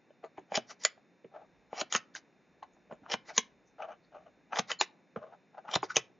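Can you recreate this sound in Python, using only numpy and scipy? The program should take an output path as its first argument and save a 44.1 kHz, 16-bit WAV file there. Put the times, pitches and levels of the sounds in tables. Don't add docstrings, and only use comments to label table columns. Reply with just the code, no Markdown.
import sys
import numpy as np
from scipy import signal
from scipy.fft import rfft, irfft, next_fast_len
from scipy.io import wavfile
from scipy.ndimage import uniform_filter1d

SR = 44100
rng = np.random.default_rng(int(sys.argv[2]) if len(sys.argv) > 2 else 0)


def persist_wave(psi):
    counts = np.round(np.clip(psi, -1, 1) * 32767).astype(np.int16)
    wavfile.write(sys.argv[1], SR, np.atleast_2d(counts).T)


N = 272977
TIME = np.arange(N) / SR
BLOW_TIME = TIME[:SR // 5]
LEAD_S = .01
RUB_ATTACK_SHARE = 0.3

# bite in seconds, its level in dB, its pitch in Hz,
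# crunch start in seconds, its level in dB, its treble in dB, groan of the wall in dB,
# break-through in seconds, snap in dB, knock in dB, knock pitch in Hz, low thud in dB,
# ring of the cut strip in Hz, ring of the loaded edge in Hz.
SNIPS = [(0.5206, -29, 651, .526, -38.5, -5, -46.5, .5735, -28.5, -24, 631, -5, 2473, 6640),
         (1.730, -32, 684, 1.742, -41.5, -7, -47.5, 1.8125, -28.5, -31, 649, -12, 2790, 6620),
         (3.063, -45.5, 1164, 3.101, -40.5, 0.5, -46, 3.1385, -30.5, -29.5, 847, -5, 2190, 5246),
         (4.533, -33, 1246, 4.542, -40, -3, -39.5, 4.5912, -23, -31, 696, -1, 1300, 6060),
         (5.69, -37, 1150, 5.700, -46, -1, -44.5, 5.7570, -21.5, -36, 953, 5.5, 3670, 7100)]
# pitch in Hz, width in Hz, level in dB.
SCISSOR_MODES = [(516, 250, -7), (868.4, 270, -3.5), (1100, 120, -5), (1946, 210, 0), (2330, 160, -2),
                 (2960, 270, -3), (3206, 450, -1.5), (3700, 310, -3.5), (4600, 250, -14.5),
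                 (4920, 160, -4.5), (5780, 320, -7), (7500, 1300, -6.5)]


def from_db(db):
    return 10 ** (np.asarray(db) / 20)


def rms_one(x):
    return x / np.sqrt(np.mean(x ** 2) + 1e-20)


def blow_one(x):
    return x / np.sqrt(np.sum(x ** 2) / (.003 * SR) + 1e-20)


def at_hz(points, hz):
    points = np.array(points)
    return np.interp(np.log(np.maximum(hz, 1)), np.log(points[:, 0]), points[:, 1])


def add(out, s, sound):
    start = max(round(s * SR), 0)
    out[start:start + len(sound)] += sound[:N - start]


def cut(x, hz, kind, order=2):
    return signal.sosfilt(signal.butter(order, hz, kind, fs=SR, output="sos"), x)


def resonate(x, hz, width_hz):
    r = np.exp(-np.pi * width_hz / SR)
    zeros = np.array([1, 0, -1]) * (1 - r * r) / 2
    poles = [1, -2 * r * np.cos(2 * np.pi * hz / SR), r * r]
    return signal.lfilter(zeros, poles, x + 1e-18)


def body(x, modes):
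    return sum((-1) ** k * from_db(db) * resonate(x, hz, width) for k, (hz, width, db) in enumerate(modes))


def drift(rate):
    steps = rng.standard_normal(4000)
    return rms_one(np.interp(TIME * rate, np.arange(len(steps)), steps))


def shifting_body(x, modes, shift_db, shifts_per_s):
    out = np.zeros(N)
    for k, (hz, width, db) in enumerate(modes):
        feed = from_db(db + shift_db * drift(shifts_per_s))
        out += (-1) ** k * feed * resonate(x, hz, width)
    return out


def colour(x, spectrum):
    size = next_fast_len(N)
    hz = np.arange(size // 2 + 1) * SR / size
    return rms_one(irfft(rfft(x, size) * from_db(at_hz(spectrum, hz)), size)[..., :N])


def grains(per_s, spread_db):
    sizes = from_db(spread_db * np.minimum(rng.exponential(1, N), 4)) * rng.choice([-1, 1], N)
    return sizes * (rng.random(N) < per_s / SR)


def even(x, window_s):
    power = uniform_filter1d(x ** 2, max(int(window_s * SR), 2))
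    return x / np.sqrt(np.maximum(power, 0) + np.mean(x ** 2) / 10 ** 2)


def stroke(start, crest, end, depth_db):
    span = slice(int(start * SR), int(end * SR))
    away = np.abs(np.interp(TIME[span], [start, crest, end], [-1, 0, 1]))
    return span, from_db(-depth_db * away ** 1.13) * np.minimum(1, 10 * (1 - away))


def contact(chatter, build_s, t60):
    t = BLOW_TIME - LEAD_S
    force = chatter * rng.standard_normal(len(t)) * from_db(-60 * np.maximum(-t / build_s, t / t60))
    force[round(LEAD_S * SR)] += 1
    return force


def pan(x, left_db):
    return x * from_db([[left_db / 2], [-left_db / 2]])


def air(level_db=-68, side_db=-12, rumble_hz=55, rumble_width_hz=45, rumble_side_db=-10, waver_db=0.5):
    # pitch in Hz, relative level in dB per Hz.
    air_spectrum = [(20, -37.5), (60, -25.5), (110, -13.5), (170, -1), (290, -3), (550, -7), (800, -11),
                    (1250, -17.5), (1600, -15), (2500, -16), (2800, -22.5), (3100, -31), (3450, -30.5),
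                    (3700, -27), (4150, -27.5), (4550, -34), (5150, -29), (5600, -28.5), (6150, -32.5),
                    (6700, -27.5), (7400, -38.5), (9000, -41)]
    # pitch in Hz, dB against the middle (before rms scaling).
    side_tilt = [(80, -11.5), (250, -6.5), (700, -24), (2500, -20.5), (5000, -24)]
    # start in seconds, end in seconds, level in dB.
    rumble_spells = [(1.459, 1.768, -81), (2.502, 4.499, -85)]
    # pitch in Hz, level in dB.
    hum_tones = [(177.6, -87), (1717, -90), (2315, -90.5), (3628, -88.5), (4118, -96)]
    rumble_fade_s, rumble_rest_db = 0.16, -107
    opposite = np.array([[1], [-1]])

    mid = colour(rng.standard_normal(N), air_spectrum) * from_db(waver_db * drift(8.3))
    side_spectrum = [(hz, db + at_hz(side_tilt, hz)) for hz, db in air_spectrum]
    side = colour(rng.standard_normal(N), side_spectrum)
    noise = from_db(level_db) * (mid + from_db(side_db) * side * opposite)

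    deep = resonate(rng.standard_normal((2, N)), rumble_hz, rumble_width_hz)
    low_mid, low_side = rms_one(cut(deep, 90, "low"))
    swell = from_db(rumble_rest_db)
    for start, end, db in rumble_spells:
        inside = np.minimum(TIME - start, end - TIME)
        swell = swell + from_db(db) * np.clip(1 + inside / rumble_fade_s, 0, 1)
    rumble = swell * (low_mid + from_db(rumble_side_db) * low_side * opposite)

    hum = sum(from_db(db) * np.sqrt(2) * np.sin(2 * np.pi * hz * TIME) for hz, db in hum_tones)
    return noise + rumble + hum


def room(x, near_db=-12, near_t60=0.055, far_db=-15, box_db=3, box_hz=900):
    # pitch in Hz, time to fall by 60 dB in seconds.
    tail_t60 = [(150, 1), (500, 1), (1200, 0.34), (2600, 0.14), (4500, 0.22), (7000, 0.041)]
    # pitch in Hz, level in dB.
    tail_level = [(150, -1), (600, -17), (1400, -5), (2500, 3), (4200, -7.5), (7000, -12.5)]
    # pitch in Hz, level in dB.
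    spread = [(80, -8), (300, -14), (700, -4), (1500, -7), (2700, -15), (7000, -18)]
    t, response = TIME[:SR // 2], 0
    edges = np.geomspace(80, 10000, 9)
    for low, high in zip(edges, edges[1:]):
        hz = np.sqrt(low * high)
        near = from_db(-60 * t / near_t60) * (t > .003)
        near *= from_db(near_db + box_db * (hz < box_hz)) / np.linalg.norm(near)
        far = from_db(-60 * t / at_hz(tail_t60, hz)) * (t > .006)
        far *= from_db(far_db + at_hz(tail_level, hz)) / np.linalg.norm(far)
        noise = rng.standard_normal((2, len(t))) * np.hypot(near, far)
        response = response + cut(noise, [low, high], "band") * from_db([[0], [at_hz(spread, hz)]])
    mid, side = signal.fftconvolve(x[None], response, axes=1)[:, :N]
    return mid + side * [[1], [-1]]


def all_rubs():
    # crest in seconds, length in seconds, crest level in dB,
    # pitch in Hz, dry rasp in dB.
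    rub_rows = [(0.243, 0.057, -43.5, 676, -36), (0.381, 0.053, -53.5, 850, -14),
                (0.705, 0.047, -50, 668, 4), (1.36, 0.16, -48.5, 660, -27), (2.632, 0.042, -49, 860, -21.5),
                (2.918, 0.089, -50, 610, -14), (3.304, 0.067, -48, 746, -8.5),
                (3.8, 0.066, -40.5, 693, -22), (3.825, 0.049, -41.5, 694, -2.5),
                (3.846, 0.068, -43.5, 652, -28), (3.892, 0.05, -39, 682, -25),
                (3.921, 0.064, -49, 660, -5.5), (4.153, 0.14, -50, 640, -17), (4.266, 0.057, -54, 613, -13),
                (4.528, 0.031, -36, 853, -3.5), (4.703, 0.048, -38, 1375, -19.5),
                (5.171, 0.036, -45, 664, -9), (5.228, 0.19, -49, 595, -22.5), (5.328, 0.058, -49, 716, -27),
                (5.545, 0.054, -54.5, 735, -25), (5.582, 0.04, -44, 716, -25.5),
                (5.653, 0.051, -50.5, 656, -33), (5.684, 0.044, -41.5, 842, -13.5),
                (5.904, 0.072, -46, 1273, -25)]
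    groan_hz, groan_rasp_db, groan_crest_share = 753, -8.5, 0.75
    groan_lead_s, groan_tail_s = 0.037, 0.041
    rows = []
    for s, length, db, hz, rasp_db in rub_rows:
        start = s - RUB_ATTACK_SHARE * length
        rows.append((start, s, s + (1 - RUB_ATTACK_SHARE) * length, db, hz, rasp_db))
    for bite, _, _, _, _, _, db, through, *_ in SNIPS:
        crest = bite + groan_crest_share * (through - bite)
        rows.append((bite - groan_lead_s, crest, through + groan_tail_s, db, groan_hz, groan_rasp_db))
    return rows


def rubs(slips_per_s=900, crackles_per_s=300, width_share=0.27, skirt_share=0.65, judder_db=2.5,
         overtone=1.7, overtone_db=-11):
    # pitch in Hz, width in Hz, level in dB.
    rasp_modes = [(1170, 220, 7), (1500, 260, 7), (2420, 170, 4), (2980, 260, 0), (5360, 250, -15),
                  (6220, 260, -14)]
    out = np.zeros(N)
    slips = cut(grains(slips_per_s, spread_db=2.0), 230, "high")
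    snags = cut(grains(crackles_per_s, spread_db=4.5), 260, "high")
    surface = rms_one(slips) + rms_one(snags)
    rasp = rms_one(shifting_body(surface, rasp_modes, shift_db=3, shifts_per_s=50))
    judder = from_db(judder_db * drift(170))
    for start, crest, end, db, hz, rasp_db in all_rubs():
        span, gain = stroke(start, crest, end, depth_db=25.0)
        wall = 0
        for pitch, level in [(hz, 0), (overtone * hz, overtone_db)]:
            peak = resonate(slips[span], pitch, width_share * hz)
            wall = wall + from_db(level) * resonate(peak, pitch, skirt_share * hz)
        groan = judder[span] * even(wall, window_s=0.014)
        out[span] += from_db(db) * gain * (groan + from_db(rasp_db) * rasp[span])
    return out


def crackles(ticks_per_s=700, width_hz=700):
    # crest in seconds, length in seconds,
    # crest level in dB, pitch in Hz.
    crackle_rows = [(0.246, 0.084, -73, 4170), (0.247, 0.052, -72.5, 6740), (0.376, 0.09, -65, 2130),
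                    (0.383, .05, -71.5, 6600), (2.629, 0.033, -67.5, 4100), (2.630, 0.022, -69.5, 6390),
                    (2.737, 0.057, -75.5, 6660), (2.93, 0.041, -67.5, 7070), (3.674, 0.091, -74, 6120),
                    (4.041, .09, -75.5, 4220), (5.8297, 0.032, -53, 6960)]
    out, ticks = np.zeros(N), grains(ticks_per_s, spread_db=2.5)
    for s, length, db, hz in crackle_rows:
        start, end = s - RUB_ATTACK_SHARE * length, s + (1 - RUB_ATTACK_SHARE) * length
        span, gain = stroke(start, s, end, depth_db=23.0)
        ring = resonate(resonate(ticks[span], hz, width_hz), hz, 2 * width_hz)
        out[span] += from_db(db) * gain * rms_one(ring)
    return out


def all_knocks():
    # time in seconds, level in dB, pitch in Hz, low thud in dB.
    knock_rows = [(.106, -52, 546, -15), (.241, -39, 510, -41), (.380, -39.5, 800, -11.5),
                  (.383, -41, 392, -17.5), (.412, -57.5, 264, -7), (.978, -54, 650, -12),
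                  (1.246, -45.5, 419, -1.5), (1.952, -32.5, 1100, -2), (2.6284, -39, 902, -23.5),
                  (2.767, -60, 682, -24), (2.912, -43.5, 874, -6), (2.925, -37.5, 564, -5),
                  (3.018, -56, 258.3, 1.5), (3.382, -31, 961, -1), (4.814, -31.5, 485, -33.5),
                  (5.161, -36, 427, 1), (5.1622, -36.5, 995, -7), (5.8305, -26, 936, -44),
                  (5.832, -32, 410, -22.5), (5.968, -40, 428, 2.5)]
    bite_thud_db = -16
    knock_lag_s = 0.0022
    rows = list(knock_rows)
    for bite, bite_db, bite_hz, *_, through, _, knock_db, hz, thud_db, _, _ in SNIPS:
        rows.append((bite, bite_db, bite_hz, bite_thud_db))
        rows.append((through + knock_lag_s, knock_db, hz, thud_db))
    return rows


def knocks(thud_hz=234, thud_width_hz=55, deep_hz=120, deep_db=-8, deepening=3.2, panel_hz=420, panel_db=-2,
           flutter=0.1, softness=1.1, crackle_db=-15, wall_left_db=0.1, thud_left_db=-4):
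    out = np.zeros((2, N))
    for s, db, hz, thud_db in all_knocks():
        flutter_t60 = 20 / hz
        push = contact(flutter, build_s=.008, t60=flutter_t60)
        ring = resonate(resonate(push, hz, .35 * hz), hz, 2 * hz)
        wall = blow_one(cut(ring, softness * hz, "low"))
        surface = cut(resonate(push, 1800, 900), 2800, "low", order=4)
        knock = wall + from_db(crackle_db) * blow_one(surface)
        modes = [(thud_hz, thud_width_hz, 0),
                 (deep_hz, thud_width_hz, deep_db + deepening * thud_db),
                 (panel_hz, thud_width_hz, panel_db)]
        boom = cut(cut(body(push, modes), 410, "low"), 59, "high")
        thud = from_db(thud_db) * blow_one(boom)
        for channel, sound in zip(out, pan(knock, wall_left_db) + pan(thud, thud_left_db)):
            add(channel, s - LEAD_S, from_db(db) * sound)
    return out


def squeaks():
    # centre in seconds, level in dB, half length in seconds, lower partial in Hz,
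    # upper partial in Hz, upper partial in dB against the lower.
    squeak_rows = [(4.792, -42, .002, 4220, 7050, -2), (4.802, -31, .003, 4220, 7050, -4),
                   (4.809, -34, .002, 4220, 7050, 5), (.5545, -40, .004, 3450, 7000, 4),
                   (.572, -39, .003, 2400, 6300, 5), (5.907, -34, .006, 1480, 5700, -26),
                   (5.9606, -20, .0011, 3000, 6250, -3)]
    out = np.zeros(N)
    for s, db, half, lower_hz, upper_hz, upper_db in squeak_rows:
        t = TIME[:int(6 * half * SR)]
        lower = np.sin(2 * np.pi * lower_hz * t)
        upper = from_db(upper_db) * np.sin(2 * np.pi * upper_hz * t)
        swell = np.exp(-((t - t.mean()) / half) ** 2)
        add(out, s - len(t) / SR / 2, from_db(db) * (lower + upper) * swell)
    return out


def clacks(chatter=0.22, body_hz=1400, treble_hz=4500, handle_width_hz=170, direct_db=-16, low_hz=260):
    # time in seconds,
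    # level in dB, brightness in dB, handle ring in Hz, its dB, blade ring in Hz, its dB, tip ring in Hz,
    # lingering ring in Hz, its dB.
    clack_rows = [(0.837, -35, 8, 1840, -4.5, 4550, 0.5, 6880, 1950, -13),
                  (0.85, -14.5, 10, 1157, 10, 4520, 5.5, 7023, 1235, 9.5),
                  (0.8513, -21.5, -2.5, 576, 5, 3590, 3.5, 6630, 1913, 8),
                  (1.9250, -24.5, 7.5, 895, 12.5, 3124, 12.5, 6800, 1310, -10.5),
                  (1.938, -30.5, 9, 1214, -1, 5470, 1, 6850, 1313, -6),
                  (1.9498, -19.5, -16.5, 1120, 3.5, 2950, 1, 6340, 1280, 7),
                  (1.962, -24, 3, 808, -4, 2240, 7, 6380, 2474, 4),
                  (1.9658, -37, 2.5, 1092, -1, 4300, 2.5, 6180, 2548, -5.5),
                  (2.151, -36.5, 1.5, 1516, 15.5, 2800, 2.5, 6490, 1600, -1),
                  (3.3648, -37.5, 11, 5014, 3.5, 4075, -5, 6640, 2174, -6.5),
                  (3.379, -14, 2.5, 1004, 1, 3170, 5, 6294, 2123, 1.5),
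                  (4.7159, -25, -14.5, 1244, 0, 2903, 4.5, 6800, 2900, 7),
                  (4.8118, -17, -1.5, 833, 8, 3350, 15.5, 6880, 2060, 2.5),
                  (5.951, -49.5, 12, 4750, 15, 2694, -4.5, 6760, 2000, -9),
                  (5.9674, -14.5, -2, 495, -0.5, 3220, 8, 6300, 1270, 3.5)]
    # multiple of the lingering pitch, width in Hz,
    # level in dB ahead of the lingering ring's own dB.
    blade_ring = [(1, 21, -1), (1.05, 30, -5), (1.13, 34, -9), (1.56, 26, -7)]
    low_modes_db, thinning = -4, 0.22
    tip_db, tip_width_hz, blade_width_hz = 7, 480, 330
    out = np.zeros(N)
    for s, db, treble_db, handle_hz, handle_db, blade_hz, blade_db, tip_hz, linger_hz, linger_db in clack_rows:
        body_db = low_modes_db - thinning * treble_db
        force = contact(chatter, build_s=.003, t60=.014)
        modes = [(hz, width, level + body_db * (hz < body_hz) + treble_db * (hz > treble_hz))
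                 for hz, width, level in SCISSOR_MODES]
        gripped = [(handle_hz, handle_width_hz, handle_db), (blade_hz, blade_width_hz, blade_db)]
        tip = resonate(resonate(force, tip_hz, tip_width_hz), tip_hz, 2 * tip_width_hz)
        free = [(multiple * linger_hz, width, level + linger_db) for multiple, width, level in blade_ring]
        ring = body(force, modes + gripped) + from_db(tip_db + treble_db) * tip + body(force, free)
        clack = cut(ring + from_db(direct_db) * force, low_hz, "high")
        add(out, s - LEAD_S, from_db(db) * blow_one(clack))
    return out


def sliding(slips_per_s=4500, split_hz=3500, ring_db=-2, release_s=0.041):
    # crest in seconds, rise in seconds, crest level in dB,
    # treble tilt in dB.
    slide_rows = [(0.709, 0.044, -47.5, 8), (0.852, 0.061, -41.5, 8.5), (1.957, 0.06, -32.5, 2.5),
                  (2.163, 0.026, -43, 5.5), (3.296, 0.05, -47, -12), (3.381, 0.05, -39.5, 5.5),
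                  (4.711, 0.039, -36.5, 2.5), (4.814, 0.022, -32, 6.5), (5.841, 0.02, -44, -19),
                  (5.908, 0.027, -47, 29), (5.967, 0.024, -31.5, -1)]
    # pitch in Hz, relative level in dB per Hz.
    friction = [(100, -19), (400, -3), (800, -2), (1400, -1), (2300, -4.5), (3200, -12), (4200, -3),
                (5000, -2), (5800, -2), (7000, -8), (9000, -13.5)]
    out, slips = np.zeros(N), grains(slips_per_s, spread_db=2.0)
    steel = shifting_body(slips, SCISSOR_MODES, shift_db=4, shifts_per_s=50)
    bare = rms_one(grains(slips_per_s, spread_db=2.0))
    scrape = colour(bare + from_db(ring_db) * rms_one(steel), friction)
    for crest, rise, db, tilt_db in slide_rows:
        span, gain = stroke(crest - rise, crest, crest + release_s, depth_db=27.5)
        treble = cut(scrape[span], split_hz, "high", order=1)
        hiss = scrape[span] + (from_db(tilt_db) - 1) * treble
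        out[span] += from_db(db) * gain * even(hiss, window_s=0.036)
    return out


def snaps_through(chatter=0.12, low_hz=420, travel_s=0.0032, dull_hz=878):
    out, hz = np.zeros(N), np.fft.rfftfreq(len(BLOW_TIME), 1 / SR)
    travel = np.exp(-4j * np.pi * travel_s * np.sqrt(1000 * hz))
    for through, db in (row[7:9] for row in SNIPS):
        force = contact(chatter, build_s=.003, t60=.012)
        snap = cut(cut(force, low_hz, "high"), dull_hz, "low", order=1)
        wave = irfft(rfft(snap) * travel, len(force))
        add(out, through - LEAD_S, from_db(db) * blow_one(wave))
    return out


def cutting_force(rise_db=17.5, release_db_per_s=1408):
    # time in seconds, level in dB, treble in dB,
    # half length in seconds.
    crack_rows = [(0.5453, -35, -11, 0.0022), (0.557, -32.5, 4.5, 0.003), (0.5705, -36.5, 1, 0.00089),
                  (1.778, -46, -3.5, 0.0023), (1.804, -49, 12, 0.0067), (1.813, -38.5, 1, 0.0036),
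                  (3.1015, -39.5, -10, 0.0018), (3.104, -40.5, -20, 0.0021), (3.12, -36, 1.5, 0.0037),
                  (3.1385, -31, -9, 0.0038), (4.5592, -33.5, -23, 0.0024), (4.572, -32, -14.5, 0.0012),
                  (4.5918, -25.5, -2.5, 0.0033), (5.716, -49, 4.5, 0.0029), (5.741, -31, -1.5, 0.0035),
                  (5.7566, -30, 7.5, 0.0022)]
    power = np.zeros((2, N))
    for s, db, treble_db, half in crack_rows:
        swell = np.exp(-np.minimum(((TIME - s) / half) ** 2, 60))
        power += from_db([[db], [db + treble_db]]) ** 2 * swell
    for _, _, _, start, db, treble_db, _, through, *_ in SNIPS:
        rise = rise_db * (np.maximum(through - TIME, 0) / (through - start)) ** 2
        fall = release_db_per_s * np.maximum(TIME - through, 0)
        gain = from_db(-np.minimum(rise + fall, 200))
        power += (from_db([[db], [db + treble_db]]) * gain) ** 2
    return np.sqrt(power)


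def cutting(fibres_per_s=950, spread_db=0.0, low_hz=350, direct_db=-20, split_hz=3500, catch_db=-0.5):
    # pitch in Hz, width in Hz, level in dB.
    card_modes = [(426.2, 110, -0.5), (690, 430, 3), (1250, 87, -3), (1850, 500, -1.5), (2364, 20, 5),
                  (3055, 300, -1), (4140, 100, -3), (4918, 770, -5), (5730, 260, 0.5), (6000, 600, -6.5)]
    strip_width_hz, strip_db, edge_width_hz, edge_db = 160, 0, 250, -3
    out, snaps, force = np.zeros(N), grains(fibres_per_s, spread_db), cutting_force()
    card = shifting_body(snaps, card_modes, shift_db=3, shifts_per_s=60) + from_db(direct_db) * snaps
    for _, _, _, start, _, _, _, through, *_, strip_hz, edge_hz in SNIPS:
        span = slice(int((start - .05) * SR), int((through + .05) * SR))
        modes = [(strip_hz, strip_width_hz, strip_db), (edge_hz, edge_width_hz, edge_db)]
        crunch = cut(card[span] + body(snaps[span], modes), low_hz, "high")
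        halves = [even(cut(crunch, split_hz, kind, order=4), window_s=.008) for kind in ("low", "high")]
        out[span] = np.sum(force[:, span] * halves, axis=0)
    return from_db(catch_db * drift(350)) * out


def scene(cut_left_db=0.4, rub_left_db=1.8):
    scissors = sliding() + clacks() + squeaks()
    cuts = pan(cutting() + snaps_through(), cut_left_db)
    handling = pan(rubs() + crackles(), rub_left_db)
    direct = scissors + cuts + handling + knocks()
    return direct + room(direct.mean(axis=0)) + air()


def record(dry, edge_hz=7170, leak_db=-29, cutoff_hz=8300):
    thin = cut(dry, 35, "high")
    narrow = signal.sosfiltfilt(signal.butter(36, edge_hz, fs=SR, output="sos"), thin)
    leaky = narrow + from_db(leak_db) * thin
    return signal.sosfiltfilt(signal.butter(16, cutoff_hz, fs=SR, output="sos"), leaky)


dry = scene()
out = record(dry)
persist_wave(out)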